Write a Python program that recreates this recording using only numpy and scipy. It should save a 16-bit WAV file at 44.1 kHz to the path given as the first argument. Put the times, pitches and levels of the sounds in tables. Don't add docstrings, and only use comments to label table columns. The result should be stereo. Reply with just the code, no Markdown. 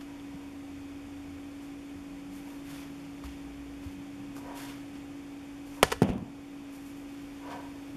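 import sys
import numpy as np
from scipy import signal
from scipy.fft import rfft, irfft
from scipy.io import wavfile

SR = 44100
rng = np.random.default_rng(int(sys.argv[2]) if len(sys.argv) > 2 else 0)


def unload_audio(sound):
    columns = np.transpose(np.atleast_2d(sound))
    steps = np.round(np.clip(columns, -1, 1) * 32767)
    wavfile.write(sys.argv[1], SR, steps.astype(np.int16))


N = 351368
T = np.arange(N) / SR


def yarn(pull_db=3.0, fizz_db=0, catch_db=1.0, release_per_rise=6.9):
    # start_s, length_s, rise_s, pull_db, fizz_db
    draws = [(0, 0.0091, 0.016, -53, -57), (1.596, .04, .04, -64, -62), (2.29, 0.08, 0.066, -67, -58),
             (2.413, 0.14, 0.1, -66, -64), (2.615, 0.15, 0.096, -56, -56.5), (2.766, .05, 0.066, -66, -83),
             (2.902, 0.37, 0.12, -69.5, -75), (3.229, 0.032, 0.018, -58.5, -60),
             (3.252, 0.062, .05, -62, -76), (3.365, .03, 0.036, -65, -70), (3.798, 0.12, .04, -64, -64.5),
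             (4.338, 0.039, 0.038, -64, -54.5), (4.42, 0.13, .05, -79, -70),
             (4.538, 0.098, 0.047, -52, -51), (4.608, 0.093, 0.11, -55.5, -62), (4.92, .04, .05, -60, -67),
             (5.632, 0.076, .05, -69, -62), (5.71, 0.071, 0.039, -72, -61.5),
             (6.683, 0.07, 0.077, -79, -57), (6.82, .07, .06, -68, -62.5), (6.942, .05, .04, -72, -65),
             (7.055, 0.98, .04, -66.5, -68), (7.49, 0.028, 0.025, -54.5, -70)]
    # freq_hz, level_db
    pull_colour = [(300, 10), (900, 9.5), (2200, 8.5), (3500, 7), (5000, 1.5), (7500, -5.5), (10000, -10.5),
                   (14000, -29)]
    # freq_hz, level_db
    fizz_colour = [(4000, -3.5), (7000, -1), (9500, -2.5), (12000, -0.5), (15000, -4.5)]
    pulling, brushing = np.zeros((2, N))
    for start, length, rise, tight_db, light_db in draws:
        motion = stroke(start, length, rise, rise * release_per_rise, sag_db_per_s=0.5)
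        pulling += amp(tight_db) * motion
        brushing += amp(light_db) * motion
    pull = coloured(friction(per_s=9000, spread_db=-0.5), pull_colour) * pulling
    fizz = coloured(friction(per_s=15000, spread_db=-4.0), fizz_colour) * brushing
    out = stereo(amp(pull_db) * pull, side_db=-4.5, left_db=5.5)
    out += stereo(amp(fizz_db) * fizz, side_db=2.0, left_db=2.5)
    return out * amp(catch_db * drift(rate_hz=45))


def snags(t60=0.035):
    # start_s, level_db
    ticks = [(3.238, -42), (4.365, -41), (4.379, -42.5), (4.387, -49)]
    # freq_hz, level_db
    colour = [(300, 6), (800, 3), (1250, 10), (2000, -14), (5000, -8), (13000, -24)]
    t, out = T[:SR // 10], np.zeros((2, N))
    for start, db in ticks:
        add(out, start, noise((2, len(t)), colour) * amp(db - 60 * t / t60))
    return stereo(out, side_db=-7, left_db=5)


def nail_tick(start=.198, level_db=-52, t60=0.015):
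    # freq_hz, level_db
    colour = [(1500, -30), (3000, -9), (3500, 0), (4000, -20), (8000, -40)]
    t, out = T[:SR // 10], np.zeros(N)
    add(out, start, noise(len(t), colour) * amp(level_db - 60 * t / t60))
    return out


def clicks(crack_db=3, body_t60=0.016, treble_t60=.012, split_hz=2600, ring_db=-2):
    # start_s, level_db, crack_share_db
    contacts = [(5.8292, -4.5, -3.5), (5.8322, -18, 5.5), (5.8344, -14.5, -3), (5.849, -29, 0),
                (5.9204, -16.5, -10), (5.9224, -27, -6), (5.925, -20, 2), (6.0214, -30, 4), (6.031, -30, 8),
                (6.075, -47, 3), (6.095, -41, 0), (6.102, -39, 1), (6.134, -48, 5), (6.18, -48.5, 6.5)]
    # freq_hz, level_db
    colour = [(150, -14), (330, -6), (500, 5.5), (680, 4.5), (950, 4), (1200, 3), (1450, 4.5), (1900, -2),
              (2400, -1.5), (3300, -8.5), (4300, -7.5), (7000, -11.5), (10500, -13.5), (15000, -14.5)]
    # pitch_hz, level_db, t60_s
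    shell_modes = [(251, -8, .04), (453, 0.5, 0.036), (500, -5.5, 0.057), (770, -24, .028),
                   (947, -12, 0.053), (1040, -12, 0.033), (1165, -20, .06), (1260, -22, 0.035),
                   (1477, -17, 0.048), (1740, -10.5, 0.062), (1840, -23, .04), (1924, -20, 0.054),
                   (2130, -29, 0.072), (2820, -19, 0.055), (3100, -28, .08), (4580, -25, .07)]
    t, out = T[:SR // 5], np.zeros((2, N))
    lowpass = signal.butter(2, split_hz, fs=SR, output="sos")
    for start, db, share_db in contacts:
        burst = noise((2, len(t)), colour)
        body = signal.sosfiltfilt(lowpass, burst)
        treble = burst - body
        crack = body * amp(-60 * t / body_t60) + treble * amp(-60 * t / treble_t60)
        add(out, start, amp(db + crack_db + share_db) * crack)
        add(out[0], start, amp(db + ring_db) * ring(shell_modes, t))
    return out


def scrape(gain_db=-2.0, attack_s=0.0026, release_t60=0.055):
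    # start_s, length_s, level_db
    slips = [(5.831, .005, -18.5), (5.845, 0.041, -33.5), (5.899, 0.021, -35), (5.916, 0.0061, -22),
             (6.0175, 0.0063, -28.5), (6.036, 0.087, -50), (6.077, .02, -47)]
    # freq_hz, level_db
    colour = [(100, 5), (300, -1), (480, 1), (750, 10.5), (1200, 1), (2800, 3.5), (4500, -1.5),
              (10000, -7.5), (15000, -29)]
    motion = sum(amp(db) * stroke(start, length, attack_s, release_t60, sag_db_per_s=35)
                 for start, length, db in slips)
    return amp(gain_db) * noise((2, N), colour) * motion


def through_shell(pair, low_hz=290):
    # freq_hz, side_over_mid_db, left_over_right_db
    image = [(400, 6, 0), (900, -5, 5), (1770, -0.5, -2.5), (2970, -1, 3), (5000, -1, -0.5),
             (12000, 1, 1.5)]
    hz, side_db, left_db = np.transpose(image)
    mid, side = highpass(pair, low_hz)
    side = filtered(side, hz, side_db)
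    return np.array([filtered(mid + side, hz, left_db / 2), filtered(mid - side, hz, -left_db / 2)])


def thuds(rattle_db=-17, rattle_t60=0.26, rumble_db=-31, rumble_t60=0.69, left_db=2.0):
    # start_s, level_db, contact_s
    landings = [(6.0195, 2.5, 0.00049), (6.047, -14, 0.00071), (6.0904, -8.5, 0.00041),
                (6.102, -16.5, 0.0011), (6.14, -23, .0009), (6.155, -12, 0.0034), (6.177, -24, 0.0024),
                (6.218, -15.5, 0.0034)]
    # pitch_hz, level_db, t60_s
    stand_modes = [(123, -34, 0.13), (192.7, -23, 0.88), (234, -17, 0.066), (249, -16, 0.14),
                   (338, -17, 0.087), (428, -9.5, 0.028), (507, -36, 0.31), (653, -35, 0.23),
                   (706, -17, 0.023), (730, -39, .22)]
    # freq_hz, level_db
    rattle_colour = [(30, -31), (90, 9), (200, 1), (400, -3.5), (740, -7), (950, -15), (1500, -25),
                     (2600, -12), (4500, -12), (12000, -36)]
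    # freq_hz, level_db
    rumble_colour = [(50, -16), (110, -16), (165, -1), (250, -1.5), (330, -18), (700, -11.5), (1500, -22.5),
                     (5000, -50)]
    t, out = T[:SR * 3 // 4], np.zeros((2, N))
    body = ring(stand_modes, t) * amp([[left_db / 2], [-left_db / 2]])
    for start, db, contact_s in landings:
        push = np.hanning(max(int(contact_s * SR), 3))
        rattle = noise((2, len(t)), rattle_colour) * amp(rattle_db - 60 * t / rattle_t60)
        rumble = noise((2, len(t)), rumble_colour) * amp(rumble_db - 60 * t / rumble_t60)
        sound = body + stereo(rattle + rumble, side_db=-6, left_db=left_db)
        add(out, start, amp(db) * signal.lfilter(push / push.sum(), 1, sound))
    return highpass(out, hz=105)


def shake(attack_s=0.011, release_t60=0.095):
    # start_s, length_s, level_db
    jolts = [(5.827, 0.0099, -23), (5.84, 0.14, -44), (5.902, 0.027, -36), (6.032, .018, -44),
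             (6.084, .02, -27), (6.142, .06, -42)]
    # freq_hz, level_db
    colour = [(20, -18), (45, 0), (110, 0), (200, -9), (350, -37), (1000, -65)]
    motion = sum(amp(db) * stroke(start, length, attack_s, release_t60) for start, length, db in jolts)
    return stereo(noise((2, N), colour) * motion, side_db=-9, left_db=3)


def sleeve(gain_db=-1, cloth_db=-19, cloth_hz=1900, release_t60=0.6):
    # start_s, length_s, rise_s, level_db
    slides = [(0, 0.14, 0.15, -57.5), (0.257, 0.2, 0.08, -59), (2.405, .09, 0.11, -54.5),
              (4.368, .17, .13, -44.5), (5.714, 0.061, 0.09, -49), (7.374, 0.16, .15, -40.5)]
    # centre_hz, width_hz, level_db
    resonances = [(438, 70, -15), (528, 70, -7.5), (710, 160, -7.5), (958, 55, 1), (1140, 120, -14),
                  (1538, 41, -8.5), (1780, 80, -19), (2370, 180, -37)]
    slips, f = friction(per_s=12000, spread_db=0), np.fft.rfftfreq(N, 1 / SR)
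    table_top = sum(amp(db) / (1 + (2 * (f - hz) / width) ** 2) for hz, width, db in resonances)
    cloth = amp(cloth_db) / (1 + (f / cloth_hz) ** 2)
    motion = sum(amp(db) * stroke(start, length, rise, release_t60) for start, length, rise, db in slides)
    rub = evened(irfft(rfft(slips) * (table_top + cloth), N)) * motion
    return stereo(amp(gain_db) * rub, side_db=-11, left_db=1.5)


def bumps(rise_s=0.011):
    # start_s, pitch_hz, level_db, t60_s
    nudges = [(0.343, 168, -20.5, 0.035), (1.95, 86.5, -36, 0.13), (3.239, 64.4, -34, 0.4),
              (3.86, 82, -23, 0.085), (7.949, 200, -29.5, 0.15)]
    t, out = T[:SR // 2], np.zeros(N)
    for start, hz, db, t60 in nudges:
        add(out, start, ring([(hz, db, t60)], t) * (1 - np.exp(-t / rise_s)))
    return out


def room(x, t60, build_s=.012):
    t = T[:SR // 2]
    tail = rng.standard_normal((2, len(t))) * amp(-60 * t / t60) * np.minimum(t / build_s, 1)
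    return signal.fftconvolve(x, tail / np.linalg.norm(tail[0]), axes=1)[:, :N]


def hum(waver=.003, flutter_db=1.25, drone_flutter_db=2):
    # pitch_hz, level_db
    fan_tones = [(281.5, -44), (337.2, -61), (62.3, -70), (2320, -74.5), (2512, -73)]
    # start_s, end_s, first_hz, last_hz, level_db
    swells = [(0.293, 1.736, 85, 87.4, -56), (1.8, 2.52, 178, 193.4, -56.5),
              (2.4, 3.606, 146.2, 174.2, -57), (3.3, 4.072, 57.1, 62.1, -54), (3.7, 4.384, 182, 201, -53.5),
              (3.9, 5.312, 122, 136.2, -58)]
    motor_time = np.cumsum(1 + waver * drift(rate_hz=3.12)) / SR
    tones = sum(amp(db) * np.sin(2 * np.pi * hz * motor_time) for hz, db in fan_tones)
    tones *= amp(flutter_db * drift(rate_hz=86))
    drones = np.zeros(N)
    for start, end, first_hz, last_hz, db in swells:
        glide_hz = np.linspace(first_hz, last_hz, int((end - start) * SR))
        swell = amp(db) * signal.windows.tukey(len(glide_hz), .5)
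        add(drones, start, swell * np.sin(2 * np.pi * np.cumsum(glide_hz) / SR))
    drones *= amp(drone_flutter_db * drift(rate_hz=5.6))
    return np.sqrt(2) * (tones + drones) * amp([[.4], [-.4]])


def hiss(mid_db=-51.0, side_db=-42.0):
    # freq_hz, level_db
    mid_colour = [(15, -30), (30, 0.5), (70, -3), (120, -1.5), (230, -2), (400, -7), (520, -9),
                  (800, -11.5), (1550, -16.5), (2400, -16), (3000, -18.5), (3650, -20), (4100, -24),
                  (7500, -26.5), (8500, -29), (13000, -33)]
    # freq_hz, level_db
    side_colour = [(15, -34), (25, -8), (103, -2), (178, -3), (214, -4), (411, -9.5), (494, -12),
                   (1030, -19.5), (1520, -25), (3160, -31), (4000, -35.5), (7310, -38.5), (13000, -46)]
    # centre_hz, width_hz, gain_db
    peaks = [(511, 59, 3.5), (778, 67, 4.5), (1000, 29, 1), (2245, 120, 3), (2510, 81, 3)]
    mid = amp(mid_db) * bells(noise(N, mid_colour), peaks)
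    side = amp(side_db) * noise(N, side_colour)
    return np.array([mid + side, mid - side])


def stroke(start, length, attack, release_t60, sag_db_per_s=0):
    t = np.arange(int((length + release_t60) * SR)) / SR
    rise = np.sin(np.pi / 2 * np.minimum(t / attack, 1)) ** 2
    release_db = 60 * np.maximum(t - length, 0) / release_t60
    gain = np.zeros(N)
    add(gain, start, rise * amp(-sag_db_per_s * t - release_db))
    return gain


def friction(per_s, spread_db):
    size = amp(spread_db * np.minimum(rng.exponential(1, (2, N)), 4))
    return evened(size * rng.standard_normal((2, N)) * (rng.random((2, N)) < per_s / SR))


def ring(modes, t):
    return sum(amp(db - 60 * t / t60) * np.sin(2 * np.pi * hz * t) for hz, db, t60 in modes)


def drift(rate_hz):
    f = np.fft.rfftfreq(N, 1 / SR)
    return evened(irfft(rfft(rng.standard_normal(N)) * np.exp(-(f / rate_hz) ** 2), N))


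def noise(shape, colour):
    return coloured(rng.standard_normal(shape), colour)


def coloured(x, points):
    return evened(filtered(x, *np.transpose(points)))


def filtered(x, hz, db):
    f = np.fft.rfftfreq(x.shape[-1], 1 / SR)
    return irfft(rfft(x) * amp(np.interp(np.log(f + 1), np.log(hz + 1), db)), x.shape[-1])


def bells(x, bands):
    f = np.fft.rfftfreq(N, 1 / SR)
    curve_db = sum(db * np.exp(-(2 * (f - hz) / width) ** 2) for hz, width, db in bands)
    return irfft(rfft(x) * amp(curve_db), N)


def highpass(x, hz):
    return signal.sosfilt(signal.butter(2, hz, "highpass", fs=SR, output="sos"), x)


def stereo(pair, side_db, left_db):
    mid, side = pair[0], pair[1] * amp(side_db)
    return np.array([(mid + side) * amp(left_db / 2), (mid - side) * amp(-left_db / 2)])


def add(mix, start, sound):
    part = mix[..., round(start * SR):][..., :sound.shape[-1]]
    part += sound[..., :part.shape[-1]]


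def evened(x):
    return x / np.sqrt(np.mean(x ** 2) + 1e-20)


def amp(db):
    return 10 ** (np.asarray(db) / 20)


def scene():
    knocks = through_shell(clicks() + scrape()) + thuds()
    handling = yarn() + snags() + nail_tick() + sleeve() + bumps()
    return hum() + hiss() + handling + knocks + shake() + amp(-15.0) * room(knocks, t60=0.35)


def record(dry, threshold_db=-30, slope=0.39, recovery_s=0.24, rolloff_hz=13700, edge_hz=15400):
    # centre_hz, width_hz, gain_db
    notches = [(3950, 420, -7.5), (7950, 220, -13)]
    power = signal.lfilter(np.ones(256) / 256, 1, (dry ** 2).mean(0))
    over_db = np.maximum(10 * np.log10(power + 1e-12) - threshold_db, 0)
    fade = np.exp(-T / recovery_s)
    held_db = np.maximum.accumulate(over_db / fade) * fade
    ducked = dry * amp(-slope * signal.lfilter([.004], [1, -.996], held_db))
    f = np.fft.rfftfreq(N, 1 / SR)
    rolloff = 1 / np.hypot(1, (f / rolloff_hz) ** 24)
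    voiced = irfft(rfft(bells(ducked, notches)) * rolloff, N)
    band_limit = signal.firwin(255, edge_hz, window=("kaiser", 9), fs=SR)
    return signal.oaconvolve(np.clip(voiced, -1, 1), band_limit[None], "same")


dry = scene()
out = record(dry)
unload_audio(out)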